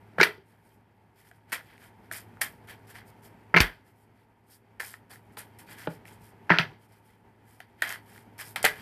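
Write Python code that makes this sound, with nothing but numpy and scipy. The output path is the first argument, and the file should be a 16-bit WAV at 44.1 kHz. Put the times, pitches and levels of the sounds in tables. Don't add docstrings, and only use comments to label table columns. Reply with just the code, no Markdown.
import sys
import numpy as np
from scipy import signal
from scipy.fft import rfft, irfft, next_fast_len
from scipy.io import wavfile
from scipy.ndimage import uniform_filter1d, minimum_filter1d

SR = 44100
rng = np.random.default_rng(int(sys.argv[2]) if len(sys.argv) > 2 else 0)


def store_pcm(level_fs):
    pcm = np.round(np.clip(level_fs, -1, 1) * 32767).astype(np.int16)
    wavfile.write(sys.argv[1], SR, np.atleast_2d(pcm).T)


def invert_db(x):
    u = np.asarray(x, float) / 20
    return 10 ** u


N = 388521


def evened(x):
    return x / np.sqrt(np.mean(x ** 2) + 1e-20)


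def read(points, hz):
    f, value = np.transpose(points)
    return np.interp(np.log(hz + 1), np.log(f + 1), value)


def add(mix, s, sound):
    part = mix[round(s * SR):][:len(sound)]
    part += sound[:len(part)]


def ring(x, hz, width_hz):
    pole = np.exp((2j * np.pi * hz - np.pi * width_hz) / SR)
    return 2 * signal.lfilter([1 - abs(pole)], [1, -pole], x).real


def coloured(x, points):
    size = next_fast_len(len(x))
    gain = invert_db(read(points, np.fft.rfftfreq(size, 1 / SR)))
    return evened(irfft(rfft(x, size) * gain, size)[:len(x)])


def drift(seconds):
    span = max(round(seconds * SR), 2)
    return evened(uniform_filter1d(uniform_filter1d(rng.standard_normal(N), span), span))


# f/Hz, density/dB per Hz
AIR_SPECTRUM = [(16, -42), (58, -11.5), (100, -10), (140, -10), (197, -8.5), (290, -12.5), (450, -15),
                (577, -20), (897, -13), (1060, -23.5), (2170, -26), (2750, -33), (3600, -43), (7500, -50),
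                (14500, -46.5)]
# f/Hz, level/dB rms
MOTOR_LINES = [(107, -67.2), (231.5, -79.5), (398.4, -78), (452.2, -92.5), (872.1, -82), (931.3, -79)]
# t/s, level/dB
BACKGROUND = [(0.0, -61), (0.19, -59.5), (0.42, -66), (1.23, -68), (1.67, -64), (2.21, -59.5), (3.21, -59),
              (3.58, -61), (3.88, -66), (4.51, -68.5), (5.15, -63), (5.52, -59.5), (6.45, -59.5),
              (6.67, -54.5), (6.82, -65.5), (7.6, -65.5), (8.1, -60.5), (8.81, -57.5)]


def fan(waver=0.0043, throb_db=2.2, swell_db=1.1):
    air_db, rest_db = -64, -67
    wash = coloured(rng.standard_normal(N), AIR_SPECTRUM) * invert_db(air_db + swell_db * drift(0.024))
    turns = np.cumsum(1 + waver * drift(0.033)) / SR
    lines = np.zeros(N)
    for hz, db in MOTOR_LINES:
        lines += np.sqrt(2) * invert_db(db + throb_db * drift(0.03)) * np.sin(2 * np.pi * hz * turns)
    gain_db = np.interp(np.arange(N) / SR, *np.transpose(BACKGROUND)) - rest_db
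    return (wash + lines) * invert_db(gain_db)


def rub(catches_per_s, catch_db, grainy, flutter_db):
    smooth, sign = rng.standard_normal(N), np.sign(rng.standard_normal(N))
    size, caught = rng.exponential(1, N), rng.random(N) < catches_per_s / SR
    catches = evened(sign * invert_db(catch_db * np.minimum(size, 5)) * caught)
    return (smooth + grainy * catches) * invert_db(flutter_db * drift(0.0018))


# start t/s, rise/s, hold/s, hiss level/dB, deck body minus hiss/dB
STROKES = [(1.52, 0.0072, .001, -32.5, 4), (2.1125, 0.009, 0.065, -41.5, -1),
           (2.411, 0.0041, .001, -27.5, -0.5), (2.672, 0.028, 0.009, -50, 7), (2.87, 0.035, .001, -52.5, 2),
           (2.944, 0.012, 0.027, -55, 8.5), (3.053, 0.019, 0.018, -61, -4), (3.221, 0.03, 0.012, -55.5, -1),
           (4.7965, .003, 0.14, -44, -1.5), (5.096, 0.013, 0.038, -52.5, 2.5),
           (5.369, .018, .001, -41.5, 1), (5.586, .002, 0.013, -50, -0.5), (5.665, 0.057, .01, -52, 5.5),
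           (5.764, .028, 0.064, -51, 5), (5.888, 0.017, .04, -57.5, 5), (6.05, 0.027, 0.07, -57, 3),
           (7.601, 0.0016, 0.0093, -65, 13), (7.8205, .002, 0.026, -43.5, 10),
           (7.845, 0.035, 0.055, -44, 8), (8.38, .03, 0.0044, -41, 1), (8.435, 0.017, 0.054, -49, -4.5),
           (8.5592, 0.0014, .001, -39.5, 10)]
# start t/s, rise/s, hold/s, hiss level/dB, deck body minus hiss/dB
JOLTS = [(0.182, 0.0014, 0.0011, -55.5, 19.5), (0.196, 0.0032, 0.00093, -46.5, 16),
         (0.215, .004, .001, -45.5, 19.5), (0.2295, 0.0017, 0.0025, -34, 13),
         (3.541, .002, .001, -59, 29.5), (3.5635, .002, .008, -50, 26), (3.6035, 0.00065, 0.008, -31.5, 12),
         (6.4948, .003, 0.059, -62, 33.5), (6.585, 0.0011, .001, -46, 25), (8.6405, .009, .001, -25, 4.5),
         (8.6275, .002, .001, -40, 2)]
# middle t/s, half length/s, hiss level/dB, deck body minus hiss/dB
BRUSHES = [(.082, 0.027, -78, -4), (0.51, 0.087, -72.5, 4), (.69, .12, -72, 1), (1.206, 0.059, -65, 2.5),
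           (1.276, 0.045, -63.5, 1), (2.06, .05, -72.5, 8), (2.65, .03, -71.5, -13), (5.338, 0.027, -71, 0),
           (7.812, .04, -67.5, 10.5), (1.35, .06, -74, 5), (1.515, 0.043, -66.5, 8),
           (1.709, 0.099, -68, 10), (1.842, 0.069, -60.5, 5.5), (3.882, 0.053, -69, 2.5),
           (4.005, 0.091, -73, -0.5), (4.196, 0.09, -78.5, 9.5), (4.528, 0.058, -57.5, -5.5),
           (6.257, 0.074, -61, -1.5), (6.832, 0.052, -68, 3), (6.945, 0.076, -69, 3.5),
           (7.092, .12, -73, 7), (7.53, 0.11, -66, 1), (8.143, 0.12, -59.5, 2.5), (8.78, 0.11, -57, 10)]
# hiss/dB, deck body/dB
GRIP_DB = [-19.5, -9]
# hiss/(dB/s), deck body/(dB/s)
FALL_DB_PER_S = [425.5, 310]
# (hiss/dB, deck body/dB), creep/(dB/s)
LINGER_DB, LINGER_DB_PER_S = [33.5, 29.5], 167


def stroke_level(layer):
    rise_db, sag_db_per_s, brush_depth_db = 12.5, 72.5, 17.5
    t = np.arange(N) / SR
    level = np.interp(t, *np.transpose(BACKGROUND)) + GRIP_DB[layer] + 1.3 * drift(0.099)
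    linger = LINGER_DB[layer]
    for s, rise, hold, db, body_db in STROKES + JOLTS:
        span = slice(round(s * SR), round(s * SR) + SR // 2)
        top = s + rise
        held = top + hold
        knee = held + linger / FALL_DB_PER_S[layer]
        sag = sag_db_per_s * hold
        drop = np.interp(t[span], [s, top, held, knee, knee + 1],
                         [rise_db, 0, sag, sag + linger, sag + linger + LINGER_DB_PER_S])
        level[span] = np.maximum(level[span], db + layer * body_db - drop)
    for s, half, db, body_db in BRUSHES:
        swell = db + layer * body_db - brush_depth_db * ((t - s) / half) ** 2
        level = np.maximum(level, swell)
    return level


def patchy(x, colours, depth_db, patch_s):
    rings = sum(invert_db(db + depth_db * drift(patch_s)) * ring(x, hz, width) for hz, width, db in colours)
    return evened(x + rings)


# f/Hz, density/dB per Hz
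HISS_SPECTRUM = [(1760, -45.5), (3000, -16), (4950, -8), (5390, -9.5), (5720, -14), (9450, -7.5),
                 (13200, -5.5), (14100, -3.5), (14500, -7.5)]
# f/Hz, density/dB per Hz
BODY_SPECTRUM = [(120, -35.5), (200, -11.5), (402, -14), (670, -6), (1270, -7.5), (1450, -4), (1980, -8),
                 (2860, -11), (3120, -8), (3650, -13.5), (6000, -23), (7800, -56.5), (13200, -120)]
# f/Hz, width/Hz, level/dB
SHEEN = [(5400, 900, 0), (7600, 1200, -2), (9400, 1200, 1), (12000, 1800, -2)]
# f/Hz, width/Hz, level/dB
HOLLOW = [(1740, 170, 3.5), (2030, 170, 6), (2350, 250, 1), (3150, 250, -2), (4600, 400, 2)]


def slides(body_db=-3, patchy_db=3.5):
    loudest_db = -23
    fine = coloured(rub(1800, 3.4, 0.55, 2.2), HISS_SPECTRUM)
    coarse = coloured(rub(900, 1.3, 0.41, 1.8), BODY_SPECTRUM)
    hiss_level = np.minimum(stroke_level(layer=0), loudest_db + 2.5)
    body_level = np.minimum(stroke_level(layer=1) + body_db, loudest_db)
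    hiss = patchy(fine, SHEEN, patchy_db, 0.025) * invert_db(hiss_level)
    body = patchy(coarse, HOLLOW, patchy_db, 0.02) * invert_db(body_level)
    return hiss + body


# t/s, peak level/dB, f/Hz, t60/s
THUDS = [(0.19, -24.5, 173, 0.087), (0.2, -18, 850, 0.041), (0.2122, -11.5, 410, 0.04),
         (.1835, -21, 520, .02), (0.38, -46.5, 397, 0.069), (3.5423, -22, 171, 0.11),
         (3.56, -21.5, 174.6, 0.13), (3.562, -15, 400, 0.035), (3.6038, 16, 190, 0.0055),
         (3.548, -22, 400, .03), (5.8722, -19, 447, 0.02), (5.873, -29, 610, .04), (5.874, -29, 290, .05),
         (5.873, -32, 1387, 0.025), (5.872, -29, 850, 0.045), (7.603, -38.5, 749, 0.023),
         (5.878, -25.5, 162.4, 0.068), (6.502, -17, 380, 0.02), (6.512, -19, 340, 0.04),
         (6.507, -16, 174.3, .1), (6.594, -22.5, 152, 0.1), (8.5595, -30.5, 800, 0.029),
         (8.6415, -17, 520, 0.017), (8.642, -19, 720, .02), (8.649, -20, 800, .025), (8.653, -20, 480, .02),
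         (1.313, -52, 700, .04), (8.648, -17, 474, 0.019)]
# t/s, peak level/dB, f/Hz, t60/s
MORE_THUDS = [(.375, -52, 85, .07), (.385, -52, 150, .06), (3.549, -25, 950, .03), (3.566, -24, 700, .04),
              (1.525, -40, 280, .04), (1.527, -37, 1010, .045), (5.372, -44, 1010, .045),
              (7.835, -36, 3280, .03), (8.562, -37, 3300, .025), (8.645, -41, 60, .07), (2.113, -42, 650, .04),
              (2.114, -46, 330, .05), (4.8, -46, 480, .05), (4.832, -42, 820, .03), (5.372, -40, 850, .04),
              (5.373, -44, 450, .04)]


def thuds(rise_turns=0.67):
    out, t = np.zeros(N), np.arange(SR // 4) / SR
    for s, db, hz, t60 in THUDS + MORE_THUDS:
        rise = 1 - np.exp(-(t * hz / rise_turns) ** 2)
        swing = rise * invert_db(db + 3.5 - 60 * t / t60) * np.sin(2 * np.pi * hz * t)
        add(out, s, signal.lfilter(*signal.butter(1, 0.3 * hz, "high", fs=SR), swing))
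    return out


# t/s, peak level/dB, ring f/Hz, crisp edge share/dB
RAPS = [(.1861, -19.5, 1570, -34.5), (.1999, -14.5, 1600, -33.5), (.2035, -8, 1530, -38.5),
        (.2108, -11.5, 1658, -29.5), (.2134, -6, 2206, -28.5), (.2219, -13, 1830, -30),
        (.2311, -6.5, 2290, -23), (.2345, -7, 2160, -23.5), (.2366, -10, 1955, -27),
        (3.5424, -10, 1740, -52.5), (3.5464, -8, 2000, -53.5), (3.5633, -8, 2030, -37.5),
        (3.5674, -5.5, 2150, -29), (3.5717, -7.5, 1710, -31.5), (3.5761, -3, 2200, -39.5),
        (3.5845, -15, 2160, -23.5), (3.5878, -15.5, 2000, -37), (3.6047, -9, 2350, -17),
        (3.6188, -17, 2170, -17.5), (3.6261, -24, 1910, -15.5), (6.4957, -18.5, 1616, -46.5),
        (6.5039, -6, 1600, -57), (6.5078, -11, 1800, -41.5), (6.5144, -12.5, 1720, -36),
        (6.5205, -7.5, 1800, -46.5), (6.5378, -17, 1430, -36), (6.5419, -20, 1510, -36.5),
        (6.5532, -21, 1790, -40), (6.5757, -23, 1820, -35), (6.5866, -9, 2600, -39),
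        (.1843, -24, 1150, -45), (.2157, -13, 1700, -35), (.2327, -8, 1800, -30), (3.5696, -9, 1900, -35),
        (3.6068, -15, 1500, -30), (6.5006, -21, 1500, -50), (6.5112, -15, 1700, -50),
        (6.5162, -15, 1600, -50)]
# t/s, peak level/dB, ring f/Hz, crisp edge share/dB
DROPS = [(1.3144, -43, 1750, -20), (1.5215, -27, 1950, -17), (1.5288, -18.5, 1944, -12),
         (2.1146, -24.5, 1720, -23), (2.137, -35, 2000, -1.5), (2.4163, -17, 1860, -6.5),
         (2.6883, -45, 1960, -5), (2.697, -41, 1860, -16), (2.956, -37.5, 1930, -19),
         (4.7993, -29, 1770, -19), (4.8034, -21, 1920, -15), (4.9407, -33, 1760, -35),
         (5.372, -34, 1250, -22), (5.3944, -43, 1490, -11), (5.7867, -39.5, 1640, -9),
         (5.8223, -42, 1900, -11), (5.8749, -25.5, 1288, -44), (6.0553, -39, 1930, -19),
         (7.6045, -33.5, 1802, -17), (7.823, -13, 1740, -14), (7.8936, -34, 1800, 3),
         (7.9257, -28.5, 1960, -7.5), (8.1795, -41, 1830, -12), (8.3918, -36.5, 2020, -7),
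         (8.5612, -20.5, 1956, -14), (8.6297, -33, 2000, 0), (8.6445, -21, 2360, -15),
         (8.6509, -14, 2120, -5), (8.6536, -9, 1900, -6), (8.6602, -16, 1950, -22),
         (1.5315, -24, 2050, -20), (2.4195, -23, 2000, -15), (7.826, -22, 1750, -25),
         (7.841, -25, 1700, -25), (1.61, -44, 1750, -25)]
# t/s, peak level/dB, ring f/Hz, crisp edge share/dB
TICKS = [(0.1965, -31, 1590, -33), (0.2245, -17.5, 2080, -31.5), (1.29, -63, 2020, 7), (1.5, -52, 1900, -5),
         (1.601, -42, 1830, -15), (1.7804, -47, 2150, -16), (2.372, -45.5, 1497, -25),
         (2.9626, -37.5, 1777, -16), (3.5995, -26, 2120, -23), (5.159, -43, 1710, -8),
         (5.5923, -52.5, 2460, 0), (6.0813, -42, 2050, -7), (6.5238, -14, 1696, -43),
         (7.9051, -27, 1770, -12.5), (7.959, -33.5, 1710, -21), (8.1621, -43, 1655, -11),
         (8.6642, -12, 1800, -14.5), (6.5671, -25, 1400, -40), (5.8727, -38, 2600, -25)]
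# t/s, peak level/dB, ring f/Hz, crisp edge share/dB
RATTLES = [(0.2399, -21.0, 2030.0, -35.0), (0.2562, -24.0, 1660.0, -36.0), (0.2705, -28.0, 1880.0, -31.0),
           (0.2756, -30.0, 1970.0, -40.0), (1.5387, -25.0, 1720.0, -22.0), (1.5467, -29.0, 1910.0, -29.0),
           (1.5535, -33.0, 2020.0, -29.0), (1.5648, -35.0, 1820.0, -27.0), (2.144, -36.0, 1930.0, -14.0),
           (2.1499, -37.0, 1790.0, -21.0), (2.1587, -41.0, 1980.0, -21.0), (2.1669, -46.0, 2050.0, -16.0),
           (2.4234, -26.0, 1880.0, -21.0), (2.4323, -29.0, 2180.0, -22.0), (2.4384, -30.0, 1930.0, -20.0),
           (2.4492, -34.0, 1670.0, -24.0), (3.6317, -21.0, 2000.0, -37.0), (3.6373, -26.0, 1920.0, -29.0),
           (3.6467, -29.0, 2020.0, -29.0), (3.6622, -31.0, 2110.0, -39.0), (4.8111, -29.0, 1740.0, -32.0),
           (4.8213, -34.0, 1900.0, -26.0), (4.8323, -35.0, 1770.0, -22.0), (4.8466, -38.0, 2080.0, -30.0),
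           (5.8335, -42.0, 1800.0, -25.0), (5.8429, -47.0, 1700.0, -25.0), (5.8609, -44.0, 1620.0, -25.0),
           (5.8672, -46.0, 1630.0, -31.0), (6.5297, -21.0, 1720.0, -53.0), (6.5453, -25.0, 1540.0, -50.0),
           (6.5581, -31.0, 2220.0, -42.0), (6.5627, -31.0, 1620.0, -43.0), (6.5942, -20.0, 1740.0, -53.0),
           (6.5999, -23.0, 1960.0, -37.0), (6.6048, -27.0, 1990.0, -41.0), (6.6152, -26.0, 2540.0, -45.0),
           (7.8337, -24.0, 1650.0, -30.0), (7.8466, -30.0, 1710.0, -28.0), (7.9108, -34.0, 1640.0, -25.0),
           (7.9164, -34.0, 1810.0, -30.0), (7.9338, -36.0, 1920.0, -29.0), (7.9423, -37.0, 1860.0, -30.0),
           (8.4025, -39.0, 2200.0, -20.0), (8.4189, -40.0, 1930.0, -20.0), (8.5663, -29.0, 2120.0, -31.0),
           (8.5729, -31.0, 1840.0, -30.0), (8.6683, -18.0, 2020.0, -28.0), (8.675, -22.0, 1960.0, -30.0),
           (8.6815, -25.0, 1890.0, -26.0), (8.696, -29.0, 1850.0, -28.0)]
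# f/Hz, width/Hz, level/dB
WOOD_MODES = [(400, 200, -7), (677, 200, -4), (964, 310, 0), (1353.4, 220, 2.5)]


def taps(scrape_s=0.0008, snap=2.8, width_hz=520, upper_db=-14, harder_db=22, table_db=-14,
         edge_s=0.00048, after_db=-12, after_s=0.0054):
    stiff_hz, blunt_hz = 4050, 2950
    out, t = np.zeros(N), np.arange(1500) / SR
    rim = signal.butter(2, 5000, "high", fs=SR)
    soft = signal.butter(6, [300, 5600], "band", fs=SR, output="sos")
    blunt = signal.butter(4, blunt_hz, fs=SR, output="sos")
    settling = invert_db(after_db) * np.exp(-t / after_s) * (1 - np.exp(-t / 0.0006))
    scrape_shape = (t / scrape_s) * np.exp(1 - t / scrape_s)
    snap_pulse = snap * np.exp(-((t - scrape_s) / 0.00006) ** 2)
    edge_shape = (t / edge_s) * np.exp(1 - t / edge_s)
    rows = RAPS + DROPS + TICKS + [tuple(row) for row in RATTLES]
    chance = rng.standard_normal((len(rows), 2, len(t)))
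    for (s, db, hz, edge_db), (rough, grit) in zip(rows, chance):
        scrape = rough * scrape_shape - snap_pulse
        first, later = signal.sosfilt(soft, [scrape, rough * settling])
        blow = first + later
        packet = signal.sosfilt(blunt, ring(ring(blow, hz, width_hz), hz, 2 * width_hz))
        upper = ring(ring(first + 0.55 * later, stiff_hz, 2400), stiff_hz, 3000)
        wood = sum(invert_db(d) * ring(ring(blow, f, w), f, 1.9 * w) for f, w, d in WOOD_MODES)
        crisp = signal.lfilter(*rim, grit) * (edge_shape + settling)
        bright_db = upper_db + harder_db * np.log2(hz / 1900) + 0.52 * min(edge_db + 28.5, 0)
        wood_db = table_db - 0.4 * (edge_db + 27)
        parts = [(packet, 1.2), (upper, bright_db), (wood, wood_db), (crisp, edge_db + 8)]
        tap = sum(invert_db(d) * p / abs(p).max() for p, d in parts)
        peak_s = abs(packet[:110]).argmax() / SR
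        add(out, s - peak_s, invert_db(db) * tap)
    return out


# t/s, peak level/dB, centre f/Hz, width/Hz
CRACKS = [(.2134, -14, 4800, 2500), (.2311, -8, 4500, 2500), (.2352, -14, 4500, 2500),
          (3.5845, -22, 5000, 3000), (.2035, -25, 4300, 2500), (.2105, -22, 4500, 2500),
          (.2205, -22, 4000, 2500), (3.5678, -22, 4300, 2500), (3.572, -22, 4500, 2500),
          (3.579, -21, 4200, 2500), (3.6041, -4.5, 4300, 4000), (3.6052, -8, 3800, 4000),
          (4.8032, -33, 4200, 1500), (4.9405, -42, 3500, 3000), (5.372, -31, 2500, 4000),
          (5.8728, -30, 2600, 2500), (6.5866, -9, 3600, 3000), (7.823, -24, 3600, 2500),
          (8.5605, -25, 3200, 2500), (8.6297, -20, 9300, 2500), (8.6302, -28, 4800, 1500),
          (8.6415, -25, 7500, 2000), (8.662, -20, 3200, 2500), (8.6434, -10, 2300, 2500),
          (8.65, -9, 2600, 3000), (8.6535, -13, 3300, 3500)]


def cracks(burst_s=0.0003, scatter_s=0.006, scatter_db=-17, reach=0.65):
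    out, t = np.zeros(N), np.arange(1200) / SR
    shape = 0.5 * np.exp(-t / burst_s) + invert_db(scatter_db) * np.exp(-t / scatter_s)
    click = 2 * (t == 0)
    for (s, db, hz, width), grit in zip(CRACKS, rng.standard_normal((len(CRACKS), len(t)))):
        burst = grit * shape - click
        top = signal.butter(5, hz + reach * width, fs=SR, output="sos")
        crack = signal.sosfilt(top, ring(ring(burst, hz, width), hz, width))
        peak_s = abs(crack[:60]).argmax() / SR
        add(out, s - peak_s, invert_db(db) * crack / abs(crack).max())
    return out


# t/s, level/dB, first f/Hz, last f/Hz, sag/s, t60/s
THUMP = (3.6052, -17.5, 110, 42, .011, .17)


def thump():
    out, t = np.zeros(N), np.arange(SR // 4) / SR
    s, db, first_hz, last_hz, sag_s, t60 = THUMP
    turns = np.cumsum(last_hz + (first_hz - last_hz) * np.exp(-t / sag_s)) / SR
    add(out, s, -invert_db(db - 60 * t / t60) * np.sin(2 * np.pi * turns))
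    return out


# f/Hz, t60/s
ROOM_T60 = [(150, 0.31), (500, 0.28), (2000, 0.18), (6000, 0.13), (14000, 0.22)]


def room(x):
    echoes = np.zeros(SR // 2)
    at = np.arange(200, len(echoes) - 12, 12)
    echoes[at + rng.integers(0, 12, len(at))] = rng.choice([-1., 1.], len(at))
    hz, t, z = signal.stft(echoes, SR, nperseg=256)
    decay = invert_db(-60 * t / read(ROOM_T60, hz)[:, None])
    tail = signal.istft(z * decay, SR, nperseg=256)[1]
    return signal.fftconvolve(x, tail / np.linalg.norm(tail))[:N]


def scene():
    room_db = -12
    air = fan()
    cards = slides() + thuds() + taps() + cracks()
    return (cards + thump() + invert_db(room_db) * room(cards) + air)[None]


def top_cut(x):
    return signal.sosfilt(signal.butter(12, 15260, fs=SR, output="sos"), x)


def record(dry):
    edge_hz, ceiling = 14000, 0.72
    lowpass = signal.firwin(255, edge_hz, window=("kaiser", 7), fs=SR)
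    band = signal.oaconvolve(dry, lowpass[None], "same")
    gain = minimum_filter1d(ceiling / np.maximum(abs(band), ceiling), size=61)
    held = band * uniform_filter1d(gain, size=61)
    return top_cut(held)


dry = scene()
out = record(dry)
store_pcm(out)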